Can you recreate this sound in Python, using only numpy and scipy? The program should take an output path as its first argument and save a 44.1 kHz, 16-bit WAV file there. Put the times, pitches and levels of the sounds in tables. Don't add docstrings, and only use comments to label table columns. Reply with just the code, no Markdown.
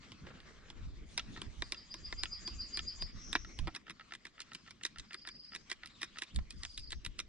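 import sys
import numpy as np
from scipy import signal
from scipy.fft import rfft, irfft, next_fast_len
from scipy.io import wavfile
from scipy.ndimage import uniform_filter1d, map_coordinates

SR = 44100
rng = np.random.default_rng(int(sys.argv[2]) if len(sys.argv) > 2 else 0)


def waveform_to_disk(signal):
    frames = np.transpose(np.atleast_2d(signal))
    scaled = np.clip(frames, -1, 1) * 32767
    samples = np.round(scaled).astype(np.int16)
    wavfile.write(sys.argv[1], SR, samples)


N = 321048

# time in seconds, buffet level in dB.
BREEZE_LEVELS = [(0, -68), (0.8, -57), (1.55, -55.5), (1.9, -63), (2.15, -52), (2.4, -60.5), (2.6, -52.5),
                 (3.1, -55), (3.66, -54), (3.76, -74.5), (6.3, -75), (6.42, -54.5), (7.28, -61)]
# peak time in seconds,
# deep buffet in dB, lean to the left in dB (scaled by PAN_SHARE), the thump's upper part in dB.
LOW_THUMPS = [(0.869, -48, 1, -63), (1.477, -43.5, -17, -68), (1.599, -42, -19, -60),
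              (2.527, -50.5, -8.5, -63), (3.039, -43, -4, -61), (3.158, -44, -9, -63),
              (3.618, -34.5, -16, -44.5), (3.659, -42, -1, -49), (4.999, -52, 3, -63), (6.376, -29, 2, -43),
              (6.579, -46, 6, -51.5), (6.799, -48, 11, -63.5), (6.965, -42.5, 14, -51),
              (7.084, -42, 20, -52.5)]
THUMP_RISE_S, THUMP_FALL_S, PAN_SHARE = 0.019, 0.027, 0.64
# time in seconds, low rush in dB, leaves in dB.
AIR_LEVELS = [(0.0, -63.5, -65.5), (0.56, -64.5, -67), (0.97, -65, -70), (1.32, -57.5, -65),
              (1.84, -65.5, -67.5), (2.21, -61.5, -65), (2.66, -61.5, -62.5), (3.0, -62.5, -65.5),
              (3.57, -63, -67.5), (3.85, -68.5, -71.5), (5.07, -71, -71), (5.52, -71, -72.5),
              (6.2, -69.5, -65.5), (6.37, -67, -72), (7.02, -70, -74.5), (7.28, -71.5, -74)]
# frequency in Hz, noise density in dB.
BUFFET_SPECTRUM = [(10, -6.5), (28, 2.5), (55, 0), (85, -7.5), (130, -16), (200, -26.5), (300, -33),
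                   (900, -96.5)]
THUMP_SPECTRUM = [(60, -15), (120, 3.5), (200, -8.5), (350, -23.5), (900, -72)]
RUSH_SPECTRUM = [(40, -12), (130, -1), (220, 1), (330, -5), (500, -14.5), (800, -21.5), (2000, -67)]
LEAF_SPECTRUM = [(250, -24.5), (550, -7.5), (800, -11.5), (1150, 0.5), (1600, -2), (2050, 1), (2600, -2.5),
                 (4500, -3.5), (7300, -11.5), (8600, -20.5), (9900, -54), (13000, -60)]
# frequency in Hz, left-right likeness from 0 to 1.
LEAF_LIKENESS = [(100, 0.24), (1500, 0.39), (3000, 0.6), (5000, 0.58), (9000, .1)]
# frequency in Hz, seconds to fall by 60 dB.
TREE_DECAY = [(300, 0.12), (2000, 0.17), (5000, 0.36), (10000, 0.11)]

# frequency in Hz, width in Hz, strength in dB.
GUN_MODES = [(340, 71, -13), (670, 78, -22.5), (1050, 151, -4), (1435, 263, -4), (1664, 165, 1),
             (1997, 155, 3), (2385, 78, 2), (2613, 290, -3), (3300, 500, -1.5), (3773, 300, 3.5),
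             (4130, 580, -3), (5130, 630, -3.5), (6580, 1480, -8.5), (8710, 1500, -7.5),
             (10700, 1100, -31.5)]
BARREL_MODES = [(1325, 65, 12), (1850, 130, 8), (2800, 400, -2)]
# start in seconds, level in dB, thud and ring in dB above that.
COUPLER_KNOCKS = [(0.119, -59, -1, 7), (0.2685, -58.5, -3.5, -1.5), (0.4027, -62.5, -8, 4),
                  (0.702, -59.5, -1.5, 9), (1.3625, -49.5, -18, -11), (1.374, -52.5, -2, -2),
                  (1.432, -69, 5, 5.5), (1.622, -39.5, -6.5, 2.5), (2.126, -41.5, -9, -2.5),
                  (3.3522, -28, -8.5, -9), (3.361, -46, -5.5, 5.5), (3.4474, -52, -16, -3.5),
                  (3.6727, -49, 4.5, 0), (3.6784, -46, 1.5, -3.5), (6.388, -55.5, -1, -1),
                  (6.928, -45.5, -11, 1.5)]
EDGE_PER_RING = 1.27
# time in seconds, level in dB.
HOSE_LEVELS = [(0.23, -67), (0.27, -55.5), (0.33, -61.5), (0.45, -68), (0.62, -64.5), (0.85, -70.5)]
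GLOVE_SLIDES = [
    [(1.06, -73), (1.14, -64), (1.25, -78), (1.34, -63.5), (1.47, -79), (1.6, -68), (1.75, -68)],
    [(6.45, -85), (6.6, -67), (6.74, -64.5), (6.85, -72)],
]
# frequency in Hz, noise density in dB.
RUBBER_SPECTRUM = [(150, -50), (400, 3.5), (900, -7), (1600, 1), (1900, -8), (4000, -12), (8000, -55)]
KNIT_SPECTRUM = [(1500, -19), (3500, -5), (6000, 1.5), (7500, -8.5), (9500, -13), (10800, -41)]
# closing time in seconds, level in dB, seconds until the rebound,
# its level in dB, seconds until the lever springs open, its level in dB.
SLOW_PUMPS = [(1.1773, -39.5, 0.017, -46.5, 0.24, -53), (1.7215, -42.5, 0.024, -56.5, 0.22, -55),
              (2.2346, -40.5, .0221, -50, .2418, -54.5), (2.773, -43.5, .0192, -45, .249, -54),
              (3.3291, -42, 0.027, -43.5, 0.26, -54.5)]
# thud, ring and edge in dB above its level.
CLOSING, REBOUND, OPENING = (-10, 6.5, -4.5), (-14, 7.6, -32), (1.2, 10.3, -1.5)
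PRESSING = (-16, -5.5, -33)

# time in seconds, level in dB.
BUZZ_PHRASES = [
    [(3.12, -71), (3.2, -55.5), (3.27, -50.5), (3.36, -57), (3.45, -59.5), (3.56, -59), (3.67, -78)],
    [(5.56, -77), (5.62, -69), (5.7, -75)],
    [(6.93, -62), (6.98, -69), (7.05, -89)],
]
# frequency in Hz, noise density in dB.
WHEEZE_SPECTRUM = [(3800, -39), (4700, -27), (5200, 3.5), (5720, 9), (6400, 4), (6750, -27), (7600, -18),
                   (9000, -53)]
# start in seconds, first level in dB, second level in dB.
PISTON_PRESSES = [(3.8677, -55.5, -53), (3.997, -52.5, -52.5), (4.109, -57, -45.5), (4.38, -57.5, -55),
                  (4.5047, -79, -50.5), (4.664, -60.5, -54.5), (4.812, -56, -76), (4.96, -53.5, -58),
                  (5.109, -51.5, -56), (5.2511, -53, -63), (5.521, -56, -52.5), (5.8344, -47.5, -57),
                  (6.1582, -55.5, -50.5)]
# start in seconds, first level in dB,
# seconds to the second clack, its level in dB, ring in dB for a clack of usual force.
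QUICK_CLACKS = [(3.7502, -47.5, .012, -46, 2), (3.8975, -48, 0.0087, -50.5, -2),
                (4.137, -50.5, 0.014, -51.5, -0.5), (4.2526, -47.5, 0.015, -53.5, -4.5),
                (4.404, -52.5, .014, -59, 5.5), (4.534, -64.5, 0.015, -51, 5), (4.695, -81, .013, -55.5, 0),
                (4.8355, -54, 0.016, -39.5, 8), (4.9851, -58.5, 0.012, -56, 6),
                (5.132, -53, 0.012, -44.5, 0), (5.274, -47, 0.015, -50, 1),
                (5.55, -46.5, 0.011, -49.5, 2.5), (5.7004, -50, .015, -39, 3),
                (5.8591, -57, 0.014, -66, 3.5), (6.0177, -45, 0.013, -38.5, 2),
                (6.1857, -50, 0.013, -81, 5.5), (6.2207, -40.5, 0.014, -54, 3),
                (6.347, -85, 0.014, -55.5, 10), (6.5066, -59.5, 0.018, -87, 8.5),
                (6.634, -47.5, .0166, -48, 4.5), (6.7772, -56, 0.018, -76, 10.5),
                (6.906, -60, .015, -51, 6.5), (7.0496, -49.5, 0.013, -46.5, 5.5),
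                (7.1913, -44.5, 0.0098, -45, 6)]
USUAL_DB, DULLING = -48, 0.37
BOUNCE_ABOVE_DB, BOUNCE_S, BOUNCE_LOSS_DB = -42, .0125, 15.5
# time in seconds, level in dB.
FAR_PHRASES = [
    [(5.03, -85), (5.16, -67), (5.31, -65), (5.47, -64), (5.56, -64.5)],
    [(6.54, -76), (6.66, -69.5), (6.78, -62), (6.87, -64.5), (6.92, -71)],
]
TWITTER_LEVELS = [(5.89, -67), (5.93, -61), (6.08, -61.5), (6.22, -70), (6.31, -56.5), (6.35, -85)]


def amp(db):
    return 10 ** (np.asarray(db) / 20)


def unit(x):
    return x / np.sqrt(np.mean(x ** 2) + 1e-20)


def sine(hz):
    return np.sin(2 * np.pi * np.cumsum(hz) / SR)


def along(points, hz):
    knots_hz, values = np.transpose(points)
    return np.interp(np.log(hz + 1), np.log(knots_hz + 1), values)


def curves(rows):
    s, *columns = np.transpose(rows)
    return [np.interp(np.arange(N) / SR, s, column) for column in columns]


def phrase(rows):
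    s, db = np.transpose(rows)
    return uniform_filter1d(amp(np.interp(np.arange(N) / SR, s, db, left=-140, right=-140)), size=900)


def wobble(rate):
    return map_coordinates(rng.standard_normal(int(N * rate / SR) + 4), [np.arange(N) * rate / SR])


def filtered(x, response):
    size = next_fast_len(N + SR // 2)
    return irfft(rfft(x, size) * response(np.fft.rfftfreq(size, 1 / SR)), size)[..., :N]


def add(track, s, sound):
    start = max(0, round(s * SR))
    part = track[..., start:start + sound.shape[-1]]
    part += sound[..., :part.shape[-1]]


def placed(x, lag_ms, left_db):
    side = np.array([[1], [-1]]) / 2
    return filtered(x, lambda hz: amp(side * left_db) * np.exp(-2j * np.pi * hz * side * lag_ms / 1000))


def noise(spectrum, likeness, patchy_db):
    cells = signal.stft(rng.standard_normal((2, N)), nperseg=512)[2]
    patches = uniform_filter1d(rng.standard_normal(cells.shape[1:]), size=6, axis=0)
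    patches = uniform_filter1d(patches, size=10, axis=1)
    pair = signal.istft(cells * amp(patchy_db * unit(patches)), nperseg=512)[1][:, :N]
    turn = lambda hz: np.arccos(np.clip(along(likeness, hz), -1, 1)) / 2
    mid, side = filtered(pair, lambda hz: amp(along(spectrum, hz)) * [np.cos(turn(hz)), np.sin(turn(hz))])
    return unit(np.array([mid + side, mid - side]))


def wind_and_thumps(flutter_db=3.5, flutter_rate=12):
    t = np.arange(N) / SR
    breeze_db, = curves(BREEZE_LEVELS)
    buffet, thump = amp(breeze_db + flutter_db * wobble(flutter_rate)), 0
    for s, db, left_db, upper_db in LOW_THUMPS:
        from_peak = (t - s) / np.where(t < s, THUMP_RISE_S, THUMP_FALL_S)
        swell = unit(amp([[PAN_SHARE * left_db], [0]])) / (1 + from_peak ** 2 / 4) ** 4
        buffet = buffet + amp(db - 3) * swell
        thump = thump + amp(upper_db + 0.5) * swell
    eddies = noise(BUFFET_SPECTRUM, likeness=[(50, 0.28)], patchy_db=2)
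    eddies /= np.sqrt(uniform_filter1d(np.mean(eddies ** 2, axis=0), size=2600) + 1e-6)
    thumps = thump * noise(THUMP_SPECTRUM, likeness=[(130, 0.24)], patchy_db=3.5)
    return amp(2.17) * buffet * eddies + thumps


def air_and_leaves():
    rush_db, leaves_db = curves(AIR_LEVELS)
    rush = amp(rush_db + 3) * noise(RUSH_SPECTRUM, likeness=[(120, 1.0), (400, 0.32)], patchy_db=4)
    rustle = amp(leaves_db + 3 + 2.25 * wobble(31) + 0.52 * wobble(500))
    leaves = rustle * noise(LEAF_SPECTRUM, LEAF_LIKENESS, patchy_db=3)
    return rush + placed(leaves, lag_ms=0.049, left_db=2)


def knocks(edge_db=-18.5):
    return [(s, db, thud_db, ring_db, edge_db + EDGE_PER_RING * ring_db)
            for s, db, thud_db, ring_db in COUPLER_KNOCKS]


def resonances(modes, hz, detune, spread_db):
    centre, width, db = np.transpose(modes)[:, :, None]
    mode_hz = centre * np.exp(detune * rng.standard_normal(centre.shape))
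    polarity = (-1) ** np.arange(len(modes))[:, None]
    strength = polarity * amp(db + spread_db * rng.standard_normal(centre.shape))
    damping = 1j * hz * width
    return np.sum(strength * damping / (mode_hz ** 2 - hz ** 2 + damping), axis=0)


def grease_gun(snap_t60=0.0014, chatter_t60=0.051, hiss_rise_s=0.02, scatter_t60=0.029, size=4096):
    t = (np.arange(size) - size // 8) / SR
    hz = np.fft.rfftfreq(size, 1 / SR)
    dying = lambda t60: amp(-60 * t.clip(0) / t60) * (t >= 0)
    bands_hz = [(1200, 2600), (200, 720), (720, 1200), (2600, 6000), (6000, 11000)]
    filters = [signal.butter(5, band, "bandpass", fs=SR, output="sos") for band in bands_hz]
    bands = [signal.sosfreqz(sos, hz, fs=SR)[1] for sos in filters]
    contacts = [(row, -26) for row in slow_strokes() + knocks()] + [(row, -16) for row in quick_strokes()]
    clacks = np.zeros((2, N))
    for (s, db, thud_db, ring_db, edge_db), hiss_db in contacts:
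        hiss = amp(hiss_db + 60 * t.clip(None, 0) / hiss_rise_s) * (t < 0)
        chatter = amp(-17) * dying(chatter_t60)
        grit = amp(3.5 * np.repeat(rng.standard_normal(size // 64), 64))
        blow = 3.5 * (t == 0) + rng.standard_normal(size) * (dying(snap_t60) + grit * (hiss + chatter))
        scatter = rng.standard_normal((2, size)) * amp(-14) * dying(scatter_t60)
        force = rfft(blow) + rfft(scatter) * np.minimum(hz / 4000, 1.5)
        soft = np.clip((-edge_db - 14) / 8, 0, 1) * np.clip((-db - 40) / 7, 0, 1)
        body = (1 - .7 * soft) * resonances(GUN_MODES, hz, detune=.022, spread_db=2.5)
        body += soft * resonances(BARREL_MODES, hz, detune=.01, spread_db=1)
        for band, band_db in zip(bands, [0, thud_db, thud_db - 1.8, ring_db, edge_db]):
            ringing = irfft(force * body * band)
            ringing /= np.sqrt(np.sum(ringing ** 2) / (0.02 * SR))
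            add(clacks, s + t[0] - .0004, amp(db + band_db) * ringing)
    gun = amp(-0.39) * placed(clacks, lag_ms=0.06, left_db=-1)
    return gun + amp(-27.5) * tree_echo(gun)


def tree_echo(x):
    hz, t, cells = signal.stft(rng.standard_normal((2, SR // 2)), SR, nperseg=256)
    tail = signal.istft(cells * amp(-60 * t / along(TREE_DECAY, hz)[:, None]), SR, nperseg=256)[1]
    return signal.fftconvolve(np.atleast_2d(x), tail / np.linalg.norm(tail[0]), axes=1)[:, :N]


def hose_and_glove():
    knit = unit(amp(2.7 * wobble(1200)) * noise(KNIT_SPECTRUM, likeness=[(5000, 0.18)], patchy_db=4))
    rubber = unit(amp(3.5 * wobble(149.3)) * noise(RUBBER_SPECTRUM, likeness=[(1000, 0.65)], patchy_db=0))
    hose = placed(phrase(HOSE_LEVELS) * rubber, lag_ms=0.039, left_db=0)
    return hose + sum(map(phrase, GLOVE_SLIDES)) * knit


def slow_strokes():
    rows = []
    for s, db, rebound_s, rebound_db, open_s, open_db in SLOW_PUMPS:
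        rows += [(s, db, *CLOSING), (s + rebound_s, rebound_db, *REBOUND), (s + open_s, open_db, *OPENING)]
    return rows


def song_notes(start_s=1.644, gap_s=.1378, count=11, swell_s=1):
    since = gap_s * np.arange(count)
    held_back = np.clip(1 - since / swell_s, 0, 1) ** 2
    return zip(start_s + since, -33.5 - 16.5 * held_back, -54 - 22.5 * held_back)


def near_bunting(pitch_hz=4885, scoop_hz=50, trill_hz=222, swing_hz=160, swell_s=0.01, fade_s=0.028,
                 slur_hz=7450, slur_drop_hz=2300, slur_rate=100):
    t = np.arange(-SR // 10, SR // 5) / SR
    notes, slurs = np.zeros((2, N))
    for s, db, slur_db in song_notes():
        rasp, drift, waver = (wobble(rate)[:len(t)] for rate in (500, 90, 300))
        beat = 2 * np.pi * trill_hz * (t + np.cumsum(.1 * drift) / SR)
        trilling = np.clip(t / 0.002, 0, 1)
        scoop = scoop_hz * np.clip(-t / .02, 0, 1) ** 2
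        hz = pitch_hz - scoop + trilling * (swing_hz * np.sin(beat) + 130 * rasp) + rng.normal(0, 28)
        decay_s = fade_s * np.exp(0.19 * rng.standard_normal())
        envelope = np.exp(-np.abs(t) / np.where(t < 0, swell_s, decay_s))
        pulsing = 1 - 1.02 * trilling * np.sin(beat / 2) ** 2
        add(notes, s + t[0], amp(db) * envelope * pulsing * sine(hz))
        fall = (slur_rate * (t + np.cumsum(.2 * drift) / SR) + rng.random()) % 1
        falling_hz = slur_hz - slur_drop_hz * fall ** 2 + 150 * waver
        chain = np.sqrt(np.sin(np.pi * fall)) * (1 - 0.16 * fall) * sine(falling_hz)
        lead_in = np.exp(-((t + 0.05) / 0.023) ** 2)
        add(slurs, s + t[0], amp(slur_db) * lead_in * chain)
    song = placed(notes, lag_ms=-.005, left_db=1.5) + placed(slurs, lag_ms=-.007, left_db=7)
    return song + tree_echo(amp(-10) * notes + amp(-3) * slurs)


def bunting_buzz(pitch_hz=5735, wander_hz=45, rasp_hz=640, swing_hz=380):
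    hz = pitch_hz + wander_hz * wobble(250) + swing_hz * sine(rasp_hz + 130 * wobble(200))
    tone = unit(amp(0.93 * wobble(250)) * sine(hz))
    wheeze = noise(WHEEZE_SPECTRUM, likeness=[(5700, 0.57)], patchy_db=-5)
    song = sum(map(phrase, BUZZ_PHRASES)) * (amp(-1) * tone + amp(-5) * wheeze)
    return amp(-4) * placed(song, lag_ms=-.015, left_db=5.5) + amp(-9.5) * tree_echo(song)


def quick_strokes(press_gap_s=.0132, thud_db=-14.5, edge_db=-9.5):
    rows = []
    for s, first_db, second_db in PISTON_PRESSES:
        rows += [(s, first_db, *PRESSING), (s + press_gap_s, second_db, *PRESSING)]
    for s, first_db, gap_s, second_db, usual_ring_db in QUICK_CLACKS:
        clacks = [(s, first_db), (s + gap_s, second_db)]
        if second_db > BOUNCE_ABOVE_DB:
            clacks.append((s + gap_s + BOUNCE_S, second_db - BOUNCE_LOSS_DB))
        for when, db in clacks:
            ring_db = usual_ring_db - DULLING * (db - USUAL_DB)
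            rows.append((when, db, thud_db, ring_db, edge_db + EDGE_PER_RING * ring_db))
    return rows


def far_bunting(pitch_hz=4890, note_rate=23, trill_hz=235, swing_hz=190):
    t = np.arange(N) / SR
    hz = pitch_hz + swing_hz * np.sin(2 * np.pi * trill_hz * t) + 115 * wobble(400)
    pulsing = (1 + 0.82 * np.sin(2 * np.pi * note_rate * t)) * amp(2.3 * wobble(200))
    song = amp(7.5) * sum(map(phrase, FAR_PHRASES)) * unit(pulsing * sine(hz))
    return placed(song, lag_ms=0.058, left_db=0) + amp(-6.5) * tree_echo(song)


def twitter(pitch_hz=3750, sweep_hz=900, whistle_rate=27):
    rise = (whistle_rate * np.arange(N) / SR + 0.32 * wobble(13)) % 1
    hz = pitch_hz + sweep_hz * (rise - .5) + 300 * wobble(30) + 260 * wobble(650)
    song = phrase(TWITTER_LEVELS) * unit(np.sin(np.pi * rise) * sine(hz))
    return amp(-7) * song + amp(-12.5) * tree_echo(song)


def scene():
    birds = near_bunting() + far_bunting() + bunting_buzz() + twitter()
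    return grease_gun() + hose_and_glove() + birds + wind_and_thumps() + air_and_leaves()


def record(dry, top_hz=13500):
    return filtered(dry, lambda hz: 1 / np.sqrt(1 + (hz / top_hz) ** 80))


dry = scene()
out = record(dry)
waveform_to_disk(out)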